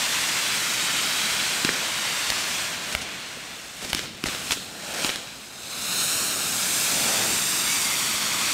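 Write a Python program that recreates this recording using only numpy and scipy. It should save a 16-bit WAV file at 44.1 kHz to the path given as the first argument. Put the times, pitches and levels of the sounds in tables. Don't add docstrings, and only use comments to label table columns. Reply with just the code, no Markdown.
import sys
import numpy as np
from scipy import signal
from scipy.fft import rfft, irfft
from scipy.io import wavfile
from scipy.ndimage import uniform_filter1d

SR = 44100
rng = np.random.default_rng(int(sys.argv[2]) if len(sys.argv) > 2 else 0)


def volts_from_decibels(level):
    exponent = np.asarray(level, float) / 20
    return 10 ** exponent


def materialize(psi):
    bounded = np.clip(np.atleast_2d(psi).T, -1, 1)
    quanta = np.round(bounded * 32767).astype(np.int16)
    wavfile.write(sys.argv[1], SR, quanta)


N = 376173


def evened(x):
    return x / np.sqrt(np.mean(x ** 2) + 1e-20)


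def read(points, hz):
    f, value = np.transpose(points)
    return np.interp(np.log(hz + 1), np.log(f + 1), value)


def add(mix, s, sound):
    part = mix[round(s * SR):][:len(sound)]
    part += sound[:len(part)]


def band(x, lo_hz, hi_hz):
    return signal.sosfilt(signal.butter(2, [lo_hz, hi_hz], "band", fs=SR, output="sos"), x)


def coloured_noise(spectrum):
    colour = volts_from_decibels(read(spectrum, np.fft.rfftfreq(N, 1 / SR)))
    return evened(irfft(rfft(rng.standard_normal(N)) * colour, N))


# time in seconds, level in dB, jet speed (0 is slow, 1 is fast).
BURN = [(0, -24.5, 0.096), (.6, -25, .1), (1.3, -24.5, 0.083), (1.9, -27.5, -0.014), (2.2, -26, 0.032),
        (2.65, -28, .1), (2.8, -32, -0.22), (2.93, -31.5, 0.12), (3.02, -36.5, -0.2), (3.1, -34.5, -0.35),
        (3.55, -38, -.05), (3.75, -40, 0.16), (4.15, -46, -0.061), (4.55, -43, .4), (4.8, -48, .2),
        (5.05, -44.5, 0.2), (5.3, -40.5, 0.08), (5.45, -41.5, 0.27), (5.6, -39, .35), (5.75, -32.5, 0.57),
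        (6.0, -24, 0.86), (6.4, -27, 0.78), (6.8, -23.5, 0.78), (7.15, -23, .55), (7.4, -24.5, .7),
        (7.75, -23.5, 0.6), (8.3, -25.5, 0.34), (8.53, -23.5, 0.29)]
# time of the top in seconds, level there in dB, then rise and fall in ms per 10 dB.
FLARES = [(3.84, -34.5, 70, 160), (3.97, -31.5, 40, 90), (4.3, -30.5, 60, 230), (4.5, -32, 150, 110),
          (5.06, -26.5, 212, 113)]


def burn_db(t):
    s, db, _ = np.transpose(BURN)
    power = volts_from_decibels(np.interp(t, s, db)) ** 2
    for top, flare_db, rise_ms, fall_ms in FLARES:
        ms_per_10_db = np.where(t < top, rise_ms, fall_ms)
        power += volts_from_decibels(flare_db - 10 * abs(t - top) * 1000 / ms_per_10_db) ** 2
    return 10 * np.log10(power)


# start and end in seconds, ground echo in ms, drift in ms per second, swing in ms,
# time in seconds at the longest end of a swing, echo share in mid-spell (0 to 1).
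SPELLS = [(0, 1.6, 1.5, 0, .07, .9, .32), (0, 2.3, 1.215, .05, .05, .9, .4), (0, .5, 1.04, 0, .02, 0, .25),
          (1.9, 2.8, 1.06, .15, .03, 2.75, .34), (3.2, 4.0, 1.39, -.04, .04, 3.5, .27),
          (3.05, 3.8, 1.19, 0, .035, 2.75, .2), (4.65, 5.6, 1.23, -.02, .04, 5.1, .38),
          (6.5, 8.0, 1.2, -.1, .02, 6.7, .38), (6.3, 7.5, 1.33, 0, .01, 7.1, .18)]
# time in seconds, ground echo in ms, echo share (0 to 1).
LEAD = [(4.2, .8, .2), (4.45, .77, .35), (4.7, .73, .35), (5.1, .72, .15), (5.4, .78, .3), (5.75, .79, .75),
        (6.0, .75, .9), (6.25, .725, .9), (6.5, .76, .6), (6.75, .8, .33), (7.2, .84, .28), (7.5, .805, .5),
        (7.75, .835, .55), (8.0, .88, .65), (8.2, .89, .55), (8.53, .87, .45)]
SWAY_S = 1.45
EDGE_SHARE = .65


def ground_comb(t, hz, blur_hz=40000):
    s, delay_ms, share = np.transpose(LEAD)
    nozzles = [(np.interp(t, s, delay_ms), np.interp(t, s, share, left=0))]
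    for start, end, echo_ms, drift, swing_ms, crest, top in SPELLS:
        u = (t - start) / (end - start)
        arc_ms = echo_ms + drift * (t - start) + swing_ms * np.cos(2 * np.pi * (t - crest) / SWAY_S)
        share = top * (EDGE_SHARE + (1 - EDGE_SHARE) * np.sin(np.pi * u))
        nozzles.append((arc_ms, share * (u >= 0) * (u <= 1)))
    ripple = 0
    for ms, share in nozzles:
        ripple += uniform_filter1d(share, size=40) * np.cos(2 * np.pi * hz[:, None] * ms / 1000)
    return np.maximum(1 + np.exp(-hz / blur_hz)[:, None] * ripple, .05)


def crackling_noise(sparks_per_s=3000, spread_db=1.5):
    sparks = (rng.random(N) < sparks_per_s / SR) * volts_from_decibels(spread_db * np.minimum(rng.exponential(1, N), 5))
    s, _, roar_db = np.transpose(LOWS)
    t = np.arange(N) / SR
    crackle = volts_from_decibels(1.1 * (np.interp(t, s, roar_db) - burn_db(t)) + 10)
    noise = rng.standard_normal(N) - crackle * evened(sparks - sparks.mean())
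    return noise / np.sqrt(1 + crackle ** 2)


# frequency in Hz, level in dB per Hz.
SLOW_JET = [(300, -32), (700, -16.5), (1000, -2.5), (1500, -2.5), (2300, 0), (3200, -0.5), (4200, -2),
            (5000, -4.5), (8500, -6.5), (10000, -14.5), (14000, -18), (16000, -26)]
# frequency in Hz, level in dB per Hz.
FAST_JET = [(300, -40), (700, -10.5), (1300, -2), (2500, -1.5), (4000, 0), (5000, 1), (8500, 4),
            (10000, -2.5), (14000, -5), (16000, -14)]
# time in seconds, centre of the band in Hz, lift in dB.
WHOOSH = [(5.5, 3800, 3), (5.75, 4150, 6.5), (6.0, 3900, 4.5), (6.25, 4070, 2), (6.55, 4000, -1)]


def jet_colour(t, hz):
    s, _, speed = np.transpose(BURN)
    speed = np.interp(t, s, speed)
    colour_db = read(SLOW_JET, hz)[:, None] * (1 - speed) + read(FAST_JET, hz)[:, None] * speed
    s, whoosh_hz, lift_db = np.transpose(WHOOSH)
    off = (hz[:, None] - np.interp(t, s, whoosh_hz)) / 450
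    whoosh_db = np.interp(t, s, lift_db, left=0, right=0) * np.exp(-off ** 2)
    colour = volts_from_decibels(colour_db + whoosh_db)
    return colour / np.sqrt(np.mean(colour ** 2, axis=0))


def smooth_chance(shape, bins, frames):
    chance = uniform_filter1d(rng.standard_normal(shape), size=bins, axis=0)
    return evened(uniform_filter1d(chance, size=frames, axis=1))


def jets(patchy_db=0.65, flicker_db=0.38):
    hz, t, z = signal.stft(crackling_noise(), SR, nperseg=512, noverlap=384)
    patches = smooth_chance(z.shape, 8, 20)
    flicker = smooth_chance(z.shape, 120, 8)
    level_db = burn_db(t) + patchy_db * patches + flicker_db * flicker
    z = z * np.sqrt(ground_comb(t, hz)) * jet_colour(t, hz) * volts_from_decibels(level_db)
    return signal.istft(z, SR, nperseg=512, noverlap=384)[1][:N]


# time in seconds, flame rumble in dB, throaty roar in dB.
LOWS = [(0, -43.5, -42), (1.5, -43, -42.5), (1.75, -43, -38.5), (1.95, -45.5, -42), (2.9, -45, -42),
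        (3.0, -44, -42), (3.2, -49, -48), (3.78, -53, -49.5), (3.87, -43, -47), (4.1, -46.5, -51),
        (4.22, -50, -51), (4.35, -43, -42), (4.56, -44.5, -50), (4.8, -48.5, -44), (5.0, -43, -35),
        (5.15, -47.5, -43), (5.4, -55, -52.5), (6.0, -41.5, -41.5), (6.8, -41, -41), (7.15, -37.5, -32.5),
        (7.3, -36, -35.5), (7.4, -41, -44.5), (7.75, -42.5, -44), (8.53, -40.5, -42)]
# frequency in Hz, level in dB per Hz.
RUMBLE = [(20, -48), (50, -19), (100, -5.5), (190, -0.5), (300, -3), (450, -9.5), (900, -36)]
# frequency in Hz, level in dB per Hz.
ROAR = [(250, -23), (420, -3), (620, 3.5), (850, 0.5), (1050, -19.5), (1400, -0.5), (2300, -12),
        (3500, -37)]


def flames():
    t = np.arange(N) / SR
    s, rumble_db, roar_db = np.transpose(LOWS)
    rumble = coloured_noise(RUMBLE) * volts_from_decibels(np.interp(t, s, rumble_db))
    roar = coloured_noise(ROAR) * volts_from_decibels(np.interp(t, s, roar_db))
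    return rumble + roar


# frequency in Hz, level in dB.
HUM = [(59.2, -68.5)]


def hum():
    t = np.arange(N) / SR
    return sum(np.sqrt(2) * volts_from_decibels(db) * np.sin(2 * np.pi * hz * t) for hz, db in HUM)


# frequency in Hz, level in dB per Hz.
NIGHT = [(18, -45), (30, -20), (49, -1.5), (68, 0), (82, -8), (209, -1), (500, -5.5), (650, -41),
         (1100, -120)]


def night():
    return volts_from_decibels(-56) * coloured_noise(NIGHT)


def cycle(u, hz, damping=1.8):
    rise_and_fall = np.exp(-damping * hz * abs(u)) * (1 - np.exp(-6 * hz * abs(u)))
    return np.sin(2 * np.pi * hz * u) * rise_and_fall * (u >= 0)


def crack(peak_db, ring_hz, ground_ms, edge_db, push_db, push_hz, echo, rattle_db, edge_hz=9500):
    t = np.arange(4000) / SR

    def shock(u):
        return 2.22 * (volts_from_decibels(peak_db) * cycle(u, ring_hz) + volts_from_decibels(edge_db) * cycle(u, edge_hz))

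    debris = band(rng.standard_normal(len(t)), ring_hz / 4, 2 * ring_hz)
    rattle = volts_from_decibels(rattle_db) * debris * np.exp(-t / 0.0018)
    turns = push_hz * t
    push = -np.sin(2 * np.pi * (turns - .2)) * np.exp(-((turns - .6) / .5) ** 2)
    push *= np.minimum(10 * turns, 1)
    return shock(t) + echo * shock(t - ground_ms / 1000) + rattle + volts_from_decibels(push_db) * push


# time in seconds, shock peak in dB, ring in Hz, push in dB.
POPS = [(1.6485, -3.5, 3650, -13.5), (3.9483, -7.5, 4400, -23.5), (4.2394, -8, 3000, -17.5),
        (4.52, -8.5, 4340, -33), (5.0466, -6.5, 3400, -20.5)]


def pops():
    out = np.zeros(N)
    for s, db, hz, push_db in POPS:
        add(out, s, crack(db, hz, ground_ms=.75, edge_db=db - 13, push_db=push_db, push_hz=249,
                          echo=0.57, rattle_db=db - 4.5))
    return out


# time in seconds, shock peak in dB, ring in Hz, push in dB.
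SLAPS = [(1.6911, -6, 1900, -18.5), (3.9929, -12, 3440, -27), (4.058, -20, 3000, -38),
         (4.2862, -15, 2540, -29), (4.349, -15.5, 2600, -35), (4.572, -22, 2800, -29),
         (5.093, -8.5, 2820, -31), (5.159, -13.5, 4130, -45)]


def slaps():
    out = np.zeros(N)
    for s, db, hz, push_db in SLAPS:
        add(out, s, crack(db, hz, ground_ms=0.546, edge_db=db - 20, push_db=push_db, push_hz=365,
                          echo=0.64, rattle_db=db - 8))
    return out


# time in seconds, shock peak in dB, ring in Hz, ground echo in ms, thump in dB.
SNAPS = [(2.302, -4.5, 4760, 1.6, -44), (2.3217, -13, 2200, 1.06, -55), (2.9502, -5, 2530, 1.4, -31.5),
         (3.9308, -11.5, 5060, 0.69, -55), (3.9314, -7, 2980, 1.33, -35), (4.2586, -14.5, 1900, 1.42, -33),
         (4.5087, -6.5, 3200, 1.2, -48), (5.0665, -16, 4000, .72, -52), (5.1008, -13, 3200, 0.47, -53)]


def snaps():
    out = np.zeros(N)
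    for s, db, hz, ground_ms, thump_db in SNAPS:
        add(out, s, crack(db, hz, ground_ms, edge_db=db - 7, push_db=thump_db, push_hz=57,
                          echo=0.92, rattle_db=db - 11))
    return out


# frequency in Hz, time to fall by 60 dB in seconds.
SQUARE = [(100, 0.56), (1000, 0.24), (4000, 0.91), (12000, 0.34)]


def square(x):
    hz, t, z = signal.stft(rng.standard_normal(SR), SR, nperseg=256)
    rise = 1 - np.exp(-(t / 0.027) ** 2)
    decay = volts_from_decibels(-60 * t / read(SQUARE, hz)[:, None])
    tail = signal.istft(z * rise * decay, SR, nperseg=256)[1]
    return signal.fftconvolve(x, tail / np.linalg.norm(tail))[:N]


def spurt(hiss_db, fall_ms, thud_db):
    t = np.arange(-2000, 2000) / SR
    hiss, thud = rng.standard_normal((2, len(t)))
    puff = volts_from_decibels(hiss_db) * evened(band(hiss, 1300, 7600)) + volts_from_decibels(thud_db) * evened(band(thud, 54, 600))
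    return puff * np.exp(-abs(t) * 1000 / (fall_ms * np.where(t < 0, 0.62, 1)))


# time of the top in seconds, hiss there in dB, fall time in ms, thud there in dB.
SPURTS = [(2.927, -27.5, 6, -41), (3.018, -30, 11, -40), (3.371, -60.5, 6, -37), (3.828, -33, 11, -37),
          (3.849, -30, 5.6, -31.5), (3.9, -28.5, 10, -44), (4.04, -39, 15, -38), (4.15, -45, 5, -39),
          (4.268, -26.5, 15, -33), (4.522, -19, 12.6, -33.5), (5.055, -38, 17, -38)]


def spurts():
    out = np.zeros(N)
    for s, *row in SPURTS:
        add(out, s - 2000 / SR, spurt(*row))
    return out


# time in seconds, pitch in Hz, level in dB before the end fades.
WHISTLE = [(7.64, 2100, -42), (7.7, 2240, -33), (7.77, 2320, -35), (7.84, 2130, -43), (7.9, 2130, -39),
           (7.96, 2040, -30)]


def whistle():
    s, hz, db = np.transpose(WHISTLE)
    t = np.arange(s[0], s[-1], 1 / SR)
    tone = np.sqrt(2) * np.sin(2 * np.pi * np.cumsum(np.interp(t, s, hz)) / SR)
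    return s[0], tone * volts_from_decibels(np.interp(t, s, db)) * signal.windows.tukey(len(t), .2)


def scene():
    mix = jets() + flames() + hum() + night()
    bangs = pops() + slaps() + snaps()
    mix += bangs + volts_from_decibels(-10) * square(bangs)
    mix += spurts()
    add(mix, *whistle())
    return np.array([mix, mix])


def band_limit(x):
    return signal.sosfilt(signal.butter(12, 16490, fs=SR, output="sos"), x)


def record(dry):
    edge = signal.firwin(1023, 15760, window=("kaiser", 9), fs=SR)
    mix = signal.oaconvolve(dry, edge[None], "same")
    return band_limit(mix)


dry = scene()
out = record(dry)
materialize(out)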